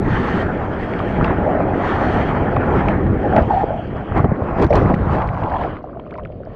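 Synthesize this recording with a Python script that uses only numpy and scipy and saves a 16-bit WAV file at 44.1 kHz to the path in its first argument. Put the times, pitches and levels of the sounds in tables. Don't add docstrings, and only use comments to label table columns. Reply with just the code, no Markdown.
import sys
import numpy as np
from scipy import signal
from scipy.fft import rfft, irfft, next_fast_len
from scipy.io import wavfile
from scipy.ndimage import uniform_filter1d, map_coordinates

SR = 44100
rng = np.random.default_rng(int(sys.argv[2]) if len(sys.argv) > 2 else 0)


def master_out(mix):
    frames = np.transpose(np.atleast_2d(mix))
    ceiling = np.clip(frames, -1, 1)
    pcm = np.round(ceiling * 32767).astype(np.int16)
    wavfile.write(sys.argv[1], SR, pcm)


def ratio(d):
    e = np.asarray(d, float) / 20
    return 10 ** e


N = 288855
TIME = np.arange(N) / SR
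CLOCK = np.arange(0, N / SR, .002)
SHEET_RISE_S, SHEET_FALL_S = 0.081, 0.014
DEEP_S = 5.79

# (t/s, length/s, level/dB)
SHEETS = [
    (0.114, 0.31, -41),
    (0.438, 0.14, -55.5),
    (0.76, 0.42, -53.5),
    (1.846, 0.12, -41),
    (1.999, 0.23, -42.5),
    (2.27, 0.052, -47),
    (3.538, 0.085, -47.5),
    (6.545, .05, -61),
]
# (t/s, share under water/0-1)
FLOOD = [
    (0, 0),
    (4.15, 0.05),
    (4.3, 1),
    (4.6, 0.7),
    (5.1, 0.94),
    (6.55, 0.79),
]


def unit(x):
    return x / np.sqrt(np.mean(x ** 2) + 1e-20)


def along(points, hz):
    f, v = np.transpose(points)
    return np.interp(np.log(hz + 1), np.log(f + 1), v)


def curves(rows):
    s, *cols = np.transpose(rows)
    return [np.interp(TIME, s, c) for c in cols]


def wobble(rate):
    knots = rng.standard_normal(int(N * rate / SR) + 4)
    return map_coordinates(knots, [np.arange(N) * rate / SR])


def coloured(x, spectrum):
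    m = next_fast_len(N + 8192)
    return irfft(rfft(x, m) * ratio(along(spectrum, np.fft.rfftfreq(m, 1 / SR))), m)[:N]


def churn(patchy_db, lump_db, lump_rate, grain_db):
    z = signal.stft(rng.standard_normal(N), nperseg=512)[2]
    field = uniform_filter1d(uniform_filter1d(rng.standard_normal(z.shape), 6, 0), 8, 1)
    noise = signal.istft(z * ratio(patchy_db * unit(field)), nperseg=512)[1][:N]
    hit = rng.random(N) < 250 / SR
    size = ratio(5.3 * np.clip(rng.standard_normal(N), -3, 1.5))
    grains = hit * rng.standard_normal(N) * size
    return unit(unit(noise) * ratio(lump_db * wobble(lump_rate)) + ratio(grain_db) * unit(grains))


def rings(seconds, db, hz, cycles, rise, onset=.54):
    t = np.arange(SR // 12) / SR
    turns = t * np.asarray(hz)[:, None]
    u = turns / cycles
    phase = 2 * np.pi * cycles * (u + rise * u * u / 2)
    decay = ratio(np.asarray(db)[:, None] - 60 * u)
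    wave = decay * np.sin(phase) * (1 - np.exp(-(turns / onset) ** 2))
    at = np.round(np.asarray(seconds) * SR).astype(int)[:, None] + np.arange(len(t))
    return np.bincount(at.ravel(), wave.ravel(), N + SR)[:N]


def swells(start, hold, rise, fall):
    start, hold, rise, fall = (np.reshape(v, (-1, 1)) for v in (start, hold, rise, fall))
    away = np.maximum((start - CLOCK) / rise, (CLOCK - start - hold) / fall)
    return ratio(-20 * np.clip(away, 0, 20))


def power(db):
    return ratio(2 * db)


def water_state():
    # (t/s, force level/dB, port open to the slosh/dB, foam level/dB, spray in air level/dB)
    flow = [(0, -20, 0, -36, -66), (0.45, -21, -1.5, -32, -50.5), (0.85, -26, 0.5, -36, -45.5),
            (1.2, -17.5, -3, -29.5, -43), (1.65, -22, 1, -31, -52), (2.3, -19, -1.5, -30.5, -43.5),
            (2.661, -20.5, -0.5, -30.5, -47), (3.12, -15, -4.5, -36.5, -53.5),
            (3.301, -22, 2.5, -34.5, -44.5), (3.66, -23.5, -8.5, -39, -54),
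            (3.879, -28, -4.5, -41.5, -55.5), (4.298, -25, -1.5, -35, -60.5),
            (4.55, -29.5, -1.5, -36, -55.5), (4.69, -36, -1, -40.5, -54), (5.019, -19, -3, -38, -53.5),
            (5.33, -20.5, -32, -36, -50.5), (5.7, -29, 1, -36.5, -44.5), (5.821, -40.5, -5, -55, -66.5),
            (6.55, -31.5, -10.5, -64, -68.5)]
    # (t/s, force level/dB, rise/s, fall/s, crest spray level/dB)
    surges = [(1.251, -27, 0.06, 0.096, -45.5), (2.419, -21, 0.061, 0.18, -68.5),
              (2.768, -19, 0.094, 0.11, -42.5), (2.89, -19, 0.049, 0.085, -44),
              (3.385, -12, 0.052, 0.039, -43), (4.18, -13.5, 0.035, 0.044, -41),
              (4.248, -6.5, 0.0097, 0.0084, -44), (4.639, -11.5, 0.1, 0.016, -39),
              (4.719, -13, 0.013, 0.018, -58), (4.759, -10.5, 0.036, 0.12, -39),
              (4.907, -14, 0.064, 0.042, -45), (5.15, -18.5, 0.12, 0.0951, -43.5),
              (5.45, -23, 0.039, 0.047, -54), (5.635, -24, 0.092, 0.092, -60),
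              (6.17, -40.5, 0.16, 0.069, -87)]
    # (t/s, length/s, level/dB, f/Hz)
    songs = [(1.379, 0.1091, -20, 470.8), (1.469, 0.132, -18.5, 620), (1.612, 0.203, -27.5, 650),
             (2.017, .28, -23.5, 720), (3.199, .1, -28, 780), (3.235, .09, -22.5, 520),
             (3.338, .055, -16.5, 640), (3.506, .075, -15, 800), (3.59, .045, -18, 770),
             (3.664, .14, -28, 720), (3.94, 0.088, -32, 740), (4.714, .032, -12.5, 600),
             (5.168, .1, -23, 900), (5.299, .1, -31, 850), (5.423, .065, -22.5, 820),
             (5.514, .055, -19.5, 820), (3.397, 0.02945, -20.5, 682.8), (5.599, 0.064, -23, 740),
             (6.129, 0.11, -32.5, 620), (5.853, 0.99, -40.5, 600)]
    rest_hz = 618.4

    s, *columns = np.transpose(flow)
    force, port, foam, air = (np.interp(CLOCK, s, c) for c in columns)

    s, blow, rise, fall, crest = np.transpose(surges)
    surge = swells(s, 0, rise, fall)
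    blows = power(blow) @ surge
    crests = power(crest) @ surge ** 1.6
    crest_wash = power(crest + 17) @ surge
    crest_mist = power(crest - 6.5) @ surge ** 1.5

    s, length, db = np.transpose(SHEETS)
    sheets = power(db) @ swells(s, length, SHEET_RISE_S, SHEET_FALL_S)
    drain = power(-49) * swells(3.69, .44, SHEET_RISE_S, SHEET_FALL_S)[0]

    s, length, db, hz = np.transpose(songs)
    sung = power(db)[:, None] * swells(s, length, rise=0.00776, fall=0.01023)
    rest = power(foam + 5.5) + power(-6.5) * blows
    ring = rest + sung.sum(0)
    pitch = (rest_hz * rest + hz @ sung) / ring

    thud = power(force) + blows
    slosh = power(force + port) + power(-3.5) * blows
    wash = power(foam) + crest_wash + power(11) * sheets
    muffle = power(-2 * np.interp(CLOCK, *np.transpose(FLOOD)))
    hiss = (power(air) + crests) * muffle + sheets + drain
    steady_mist = power(-59.5 + 0.58 * (air + 50))
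    mist = steady_mist + crest_mist + power(-8.5) * sheets
    levels = 10 * np.log10([thud, slosh, ring, wash, hiss, mist])
    return curves(np.transpose([CLOCK, pitch, *levels]))


def sea():
    # (f/Hz, level/dB per Hz)
    far_surf = [(10, -27.5), (40, -0.5), (250, -3), (650, -5.5), (900, -30.5), (2000, -41.5), (3300, -56.5),
                (4000, -76.5), (7000, -120)]
    roar = churn(patchy_db=1.5, lump_db=0.5, lump_rate=15, grain_db=-17.5)
    return ratio(-34) * unit(coloured(roar, far_surf))


def whistle():
    # (t/s, f/Hz, level/dB)
    jet = [
        (.42, 7600, -90),
        (.46, 7500, -76),
        (.6, 6900, -77),
        (.71, 6500, -75),
        (.74, 6400, -95),
    ]
    hz, db = curves(jet)
    phase = 2 * np.pi * np.cumsum(hz) / SR
    return ratio(db) * unit(wobble(500) * np.cos(phase) + wobble(500) * np.sin(phase))


def puffs():
    # (t/s, half width/s, level/dB, f/Hz)
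    fizz = [
        (4.668, .012, -63, 5800),
        (4.708, 0.012, -55, 5500),
        (4.8, .01, -59, 5600),
        (4.83, 0.01, -60, 5600),
        (5.842, .01, -76, 5750),
        (4.76, .015, -45.5, 4200),
    ]
    a, b = unit(wobble(800)), unit(wobble(900))
    out = np.zeros(N)
    for s, width, db, hz in fizz:
        turn = 2 * np.pi * hz * TIME
        swell = np.exp(-((TIME - s) / width) ** 2)
        out += ratio(db) * swell * (a * np.cos(turn) + b * np.sin(turn))
    return out


def sheen():
    # (f/Hz, level/dB per Hz)
    case_bands = [(1300, -37), (1600, -8.5), (1850, 1), (2150, -17), (3700, -23.5), (3950, -34),
                  (4300, -23.5), (4900, -38.5), (6200, -37.5), (9500, -68)]
    s, length, db = np.transpose(SHEETS)
    level = np.sqrt(power(db + 6.5) @ swells(s, length, SHEET_RISE_S, SHEET_FALL_S))
    hiss = churn(patchy_db=1.5, lump_db=1.8, lump_rate=17, grain_db=-26.0)
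    band = [(700, -120)] + case_bands + [(14000, -120)]
    return np.interp(TIME, CLOCK, level) * unit(coloured(hiss, band))


def snaps():
    # (t/s, peak level/dB, f/Hz)
    snapping_foam = [(4.5992, -21, 1800), (4.6212, -27, 2030), (4.6431, -30, 2000), (4.6661, -29, 1890),
                     (4.7065, -24, 1940), (4.7284, -15, 2010), (4.7534, -21, 1800), (4.8133, -21, 1840),
                     (4.8601, -21, 1870), (4.9405, -27, 1940), (4.9819, -38, 2070), (4.9963, -37, 1940),
                     (5.395, -33, 1610), (5.4211, -26, 1550), (5.431, -28, 1570), (5.5183, -24, 1520),
                   (5.539, -22, 1700), (5.5592, -23, 1680), (5.603, -37, 1750), (5.6156, -30, 1620),
                   (5.6336, -26, 1620), (5.648, -25, 1630), (5.7119, -36, 1640), (5.7675, -37, 1800)]
    # (t/s, peak level/dB, f/Hz)
    sparks = [(1.2206, -47, 4300), (1.2436, -42, 4570), (1.2564, -45, 4820), (1.28, -53, 4330),
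              (3.8756, -51, 4600), (3.9694, -48, 4640), (4.0213, -60, 4700), (6.0741, -61, 4320),
              (6.1389, -49, 4350), (6.1789, -52, 4890), (6.32, -59, 4370), (6.4532, -48, 4680)]
    s, db, hz = np.transpose(snapping_foam + sparks)
    return rings(s - .001, db + 12, hz, cycles=14, rise=.1, onset=2.4)


def froth(count=900):
    # (t/s, level/dB)
    swarm_level = [
        (0, -70),
        (4.5, -52.5),
        (4.75, -35),
        (5.2, -44),
        (5.6, -30),
        (5.78, -49.5),
        (6.03, -52.5),
        (6.18, -41.5),
        (6.3, -80),
        (6.55, -45),
    ]
    # (t/s, peak level/dB, f/Hz)
    pops = [(1.002, -1.5, 1160), (1.211, 0, 1230), (1.28, -1.5, 1320), (1.3066, 0.5, 1000),
            (1.604, -4.5, 1180), (2.3864, -28, 1350), (2.567, 2.5, 1100), (3.129, -11.5, 1220),
            (3.2781, -13, 1090), (3.3258, -5.5, 1440), (3.348, -8, 1410), (3.388, -11, 1575),
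            (3.404, -14, 1280), (3.4244, -21, 1080), (4.059, -13.5, 1140), (4.121, -7.5, 1200),
            (5.12, -9.5, 1210), (5.151, -8, 1610), (5.433, -5.5, 960), (5.8085, -22, 1050),
            (5.9474, -30, 1380), (5.9723, -24, 1230), (6.038, -31, 1240), (6.4606, -28, 1480),
            (6.504, -28, 1050), (4.164, -3.5, 970), (4.1937, 0.5, 1075), (4.2438, -6, 1210),
            (4.4193, -7.5, 950), (4.621, -21, 984), (4.6436, -24, 1000), (5.097, -8, 1070),
            (5.767, -15.5, 1150), (5.896, -20.5, 1130), (5.995, -16, 950), (6.065, -19.5, 1120),
            (6.154, -17, 1260), (6.195, -16, 1140), (6.257, -16.5, 1360), (6.434, -24, 1370)]
    when, tone, size = rng.random((3, count))
    clump = np.round(when * N / SR / .03) * .03
    s = np.clip(clump + 0.011 * rng.standard_normal(count), 0, N / SR)
    hz = 950 * (4800 / 950) ** (tone ** 1.1)
    db = -3.2 * np.log(size + .02) - 14 * np.log2(hz / 950)
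    swarm = unit(rings(s, db, hz, cycles=20, rise=.2, onset=1.5))
    pop_s, pop_db, pop_hz = np.transpose(pops)
    bursts = rings(pop_s, pop_db - 4.0, pop_hz, cycles=13.4, rise=0.12, onset=0.7)
    return ratio(curves(swarm_level)[0]) * swarm + bursts


def spits():
    # (t/s, peak level/dB, length/s)
    cracks = [(1.2436, -40, 0.008), (1.2564, -50, 0.006), (6.106, -54, 0.011), (4.394, -58, 0.006),
              (5.615, -48, 0.008), (6.183, -62, 0.012), (2.883, -45, 0.0082), (3.3615, -37, 0.016),
              (3.383, -47, 0.011), (3.401, -50, 0.011), (3.4215, -42.5, 0.012), (4.177, -42, 0.01),
              (4.199, -54, 0.012), (4.587, -48.5, 0.011), (4.596, -44.5, 0.011), (4.615, -40, 0.014),
              (4.623, -35, 0.02), (4.643, -37.5, 0.016), (4.6644, -45.5, 0.012), (4.707, -42, 0.014),
              (4.734, -39, 0.014), (4.754, -29.5, 0.014), (4.763, -38, 0.011), (4.7714, -46, 0.012),
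              (4.785, -48.5, 0.012), (4.8164, -48, 0.019), (4.938, -46, 0.01), (4.948, -44.5, 0.0091),
              (4.977, -53.5, 0.009), (5.188, -50, 0.018), (5.273, -47.5, 0.017)]
    # (f/Hz, level/dB per Hz)
    spit_spectrum = [(1500, -41), (2500, 0), (4000, 0), (6000, -10.5), (8000, -19), (10000, -27),
                     (12000, -49), (15000, -77.5)]
    s, db, length = (np.reshape(v, (-1, 1)) for v in np.transpose(cracks))
    t = np.arange(SR // 16) / SR
    shape = ratio(db + 4 - 36 * t / length) * (1 - np.exp(-(t / .0012) ** 2))
    at = np.round(s * SR).astype(int) + np.arange(len(t))
    envelope = np.bincount(at.ravel(), shape.ravel(), N + SR)[:N]
    return envelope * unit(coloured(rng.standard_normal(N), spit_spectrum))


def drops():
    # (t/s, peak level/dB, ring f/Hz, dull part level/dB, unheard)
    shell_drops = [(0.9353, -22.5, 1860, -7), (0.9906, -20, 1910, 9), (1.2438, -14, 2520, 18),
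                   (2.2862, -23, 1890, 22), (2.5635, -20.5, 2280, 36), (2.6066, -34, 2300, 1),
                   (2.786, -29.5, 2090, 8.5), (2.8632, -34.5, 2040, 15.5), (2.884, -17, 2030, 17),
                   (3.035, -33, 1820, 3), (3.3642, -16.5, 1880, 8), (4.598, -28, 1910, 26.5),
                   (4.625, -39.5, 2350, 1), (4.7287, -17.5, 2220, 23), (4.7876, -28, 1840, 12),
                   (4.941, -18.5, 1800, 27), (4.9465, -44.5, 2600, -3), (5.185, -28.5, 2380, -6),
                   (5.2185, -24.5, 1920, 9), (5.2884, -27, 1880, 5), (5.4352, -25, 1960, 6),
                   (5.636, -26.5, 1920, 20.5), (6.0566, -46, 2236, 10), (6.096, -48, 1840, -2),
                   (6.1088, -35.5, 2200, -2), (6.14, -34.5, 1900, 9), (6.1778, -39, 2020, 9),
                   (6.235, -43, 2810, -2), (6.2505, -32, 2070, 24), (6.321, -42, 2490, -8),
                   (5.768, -34, 1890, -5), (5.997, -38, 2880, -2), (6.073, -49, 2610, -3),
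                   (6.155, -43, 2100, -5), (6.199, -42, 2080, -7), (6.271, -47, 2980, -8)]
    # (f/Hz, level/dB)
    shell = [(300, -33), (1000, -9.5), (2500, 3), (4000, -16.5), (6500, -31), (10000, -47.5), (13000, -100)]
    s, db, hz, _ = np.transpose(shell_drops)
    blows = np.bincount(np.round(s * SR).astype(int), ratio(db), N)[:N]
    t = np.arange(SR // 20) / SR
    decay = ratio(4 - 60 * t / 0.022) * (1 - np.exp(-(t / .0009) ** 2))
    noise = unit(coloured(rng.standard_normal(N), shell))
    splat = signal.fftconvolve(blows, decay)[:N] * noise
    splat = coloured(splat, [(400, -51), (900, 3.5), (10000, -12.0), (14000, -59.0)])
    return ratio(-4.5) * splat + rings(s, db + 13, hz, cycles=13, rise=0.2, onset=2.4)


def spray(wash_db, spray_db, mist_db):
    # (f/Hz, level/dB per Hz)
    open_wash = [(500, -18.5), (850, 0), (933, -1.5), (1100, -4), (1360, -3.5), (1820, -8), (2600, -22.5),
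                 (3380, -63), (5720, -120)]
    # (f/Hz, level/dB per Hz)
    sunk_wash = [(500, -18.5), (850, -9.5), (1060, -5.5), (1480, -15), (1650, -18.5), (2600, -31.5),
                 (3380, -53.5), (5720, -120)]
    # (f/Hz, level/dB per Hz)
    spray_band = [(1200, -120), (1700, -26.5), (2200, 2), (2500, -2.5), (3100, 0), (3350, -5.5),
                  (3550, -27.5), (4000, -45), (5000, -120)]
    # (f/Hz, level/dB per Hz)
    mist_band = [(2400, -120), (3000, -26), (3500, -3.5), (3950, -5), (4250, -5.5), (4800, -8),
                 (5200, -12.5), (6200, -15.5), (7000, -18.5), (9000, -23), (10000, -33), (11500, -53),
                 (14000, -120)]
    # (f/Hz, level/dB)
    dark_mist = [(4800, -3), (5300, -8), (5600, -40)]

    flood = np.clip(curves(FLOOD)[0], 0, 1)
    burst = ratio((.5 + 1.3 * flood) * (wobble(22) + wobble(45)) / 1.5)
    foam = churn(patchy_db=2.5, lump_db=0.06, lump_rate=25, grain_db=-12)
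    in_air = (1 - flood) * unit(coloured(foam, open_wash))
    under_water = flood * unit(coloured(foam, sunk_wash))
    wash = unit(burst) * (in_air + under_water)

    hiss = churn(patchy_db=2.6, lump_db=.8, lump_rate=30, grain_db=-14)
    mist = unit(burst * coloured(hiss, mist_band))
    deep = np.clip(1 + (TIME - DEEP_S) / .14, 0, 1) ** .5
    mist = (1 - deep) * mist + deep * coloured(mist, dark_mist)
    drizzle = unit(burst * coloured(hiss, spray_band))
    return ratio(wash_db + 3.0) * wash + ratio(spray_db - 2.1) * drizzle + ratio(mist_db - 5.5) * mist


def pocket(level_db, pitch_hz, slosh_db):
    # (t/s, peak level/dB, f/Hz)
    gulps = [(3.366, -3, 750), (3.377, -5.5, 820), (4.51, -12, 650), (4.627, -3.5, 405), (4.646, -3, 324),
             (4.59, -11, 525), (1.604, -4, 620), (2.385, -15, 690), (5.095, -11, 800), (4.243, -18, 600),
             (4.714, -7, 390), (4.774, -5, 371), (4.818, -6.5, 417), (4.9, -14, 396), (3.508, -13, 745),
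             (3.684, -17, 647), (3.705, -5.5, 582), (3.944, -33, 695), (4.162, -13, 387), (4.315, -9, 524),
             (4.421, -8, 560), (4.705, 0, 564), (4.853, -21, 586), (4.983, -24, 530), (5.151, -14, 413),
             (5.338, -26, 700), (5.374, -11, 1010), (5.417, -12, 643), (5.841, -16, 714), (5.97, -18, 670),
             (6.301, -17.5, 580), (6.403, -18.5, 550), (6.471, -17, 605), (6.52, -25, 634)]
    # (t/s, looseness/0-1)
    looseness = [
        (0, .1),
        (4.15, .1),
        (4.3, .75),
        (5.7, .75),
        (5.8, .25),
        (6.55, .25),
    ]
    # (f/Hz, level/dB)
    deep_loss = [(10, 0), (740, 0), (830, -14), (1500, -14), (3000, -40), (20000, -80)]
    band = [(200, -120), (380, -38), (480, 2), (850, 3.5), (950, -32.5), (1100, -30.5), (2000, -120)]

    phase = 2 * np.pi * np.cumsum(pitch_hz * (1 + .05 * wobble(30))) / SR
    share, = curves(looseness)
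    tight = wobble(200) * np.cos(phase) + wobble(200) * np.sin(phase)
    loose = wobble(520) * np.cos(phase) + wobble(520) * np.sin(phase)
    narrow = coloured(np.sqrt(1 - share) * tight + np.sqrt(share) * loose, [(2000, 0), (5000, -50)])
    broad = coloured(churn(patchy_db=-2.0, lump_db=2.0, lump_rate=30, grain_db=-10.0), band)
    focus = 1 / (1 + ratio(-1.5 * (level_db - slosh_db - 1)))
    ring = np.sqrt(focus) * unit(narrow) + np.sqrt(1 - focus) * unit(broad)
    ring = np.where(np.arange(N) < DEEP_S * SR, ring, coloured(ring, deep_loss))
    s, db, hz = np.transpose(gulps)
    return ratio(level_db - 0.98) * ring + rings(s, db + 0.41, hz, cycles=17, rise=0.12, onset=0.65)


def pounding(thud_db, slosh_db):
    # (t/s, peak level/dB, swing f/Hz)
    slaps = [(2.89, -20, 88.8), (3.364, -2, 123), (3.408, 3, 72), (3.472, -4, 110), (3.524, -4, 100),
             (3.634, 3.5, 595), (3.64, 8.5, 497), (4.113, -1, 92), (4.199, 3.5, 119), (4.235, -1, 71),
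             (4.255, 6, 250), (4.286, 3.5, 102), (4.318, 8.5, 179), (4.416, 2, 109), (4.665, 3, 154),
             (4.442, -12, 82), (4.62, 3, 97.8), (4.643, 6.5, 94.2), (4.705, -19, 571), (4.812, 2, 130),
             (4.898, -4, 200), (4.938, 7, 197), (5.158, 0, 141), (5.418, -3.5, 131), (5.436, 1, 110)]
    # (f/Hz, level/dB per Hz)
    thud_band = [(10, -24), (18, -5.5), (55, -0.5), (97, 2), (150, -1), (200, -4.5), (300, -30.5),
                 (600, -120)]
    # (f/Hz, level/dB per Hz)
    slosh_band = [(60, -120), (120, -28), (180, -0.5), (300, -1.5), (430, -4), (520, -9.5), (800, -45),
                  (1500, -120)]
    s, db, hz = np.transpose(slaps)
    thud = unit(coloured(churn(patchy_db=1.5, lump_db=1.5, lump_rate=14, grain_db=-10.0), thud_band))
    slosh = unit(coloured(churn(patchy_db=0.15, lump_db=1.97, lump_rate=25, grain_db=-9), slosh_band))
    swings = rings(s, db - 1.0, hz, cycles=4.8, rise=-0.47)
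    return ratio(thud_db - 2.04) * thud + ratio(slosh_db - 0.43) * slosh + swings


def scene():
    pitch_hz, thud_db, slosh_db, pocket_db, *bright_db = water_state()
    background = sea() + whistle() + puffs() + sheen()
    shell = snaps() + froth() + spits() + drops()
    water = spray(*bright_db) + pocket(pocket_db, pitch_hz, slosh_db) + pounding(thud_db, slosh_db)
    return (background + shell + water)[None]


def top_cut(x):
    return signal.sosfilt(signal.butter(12, 12400, fs=SR, output="sos"), x)


def record(dry):
    soft = dry / (1 + np.abs(dry / .9) ** 4) ** (1 / 4)
    return top_cut(soft)


dry = scene()
out = record(dry)
master_out(out)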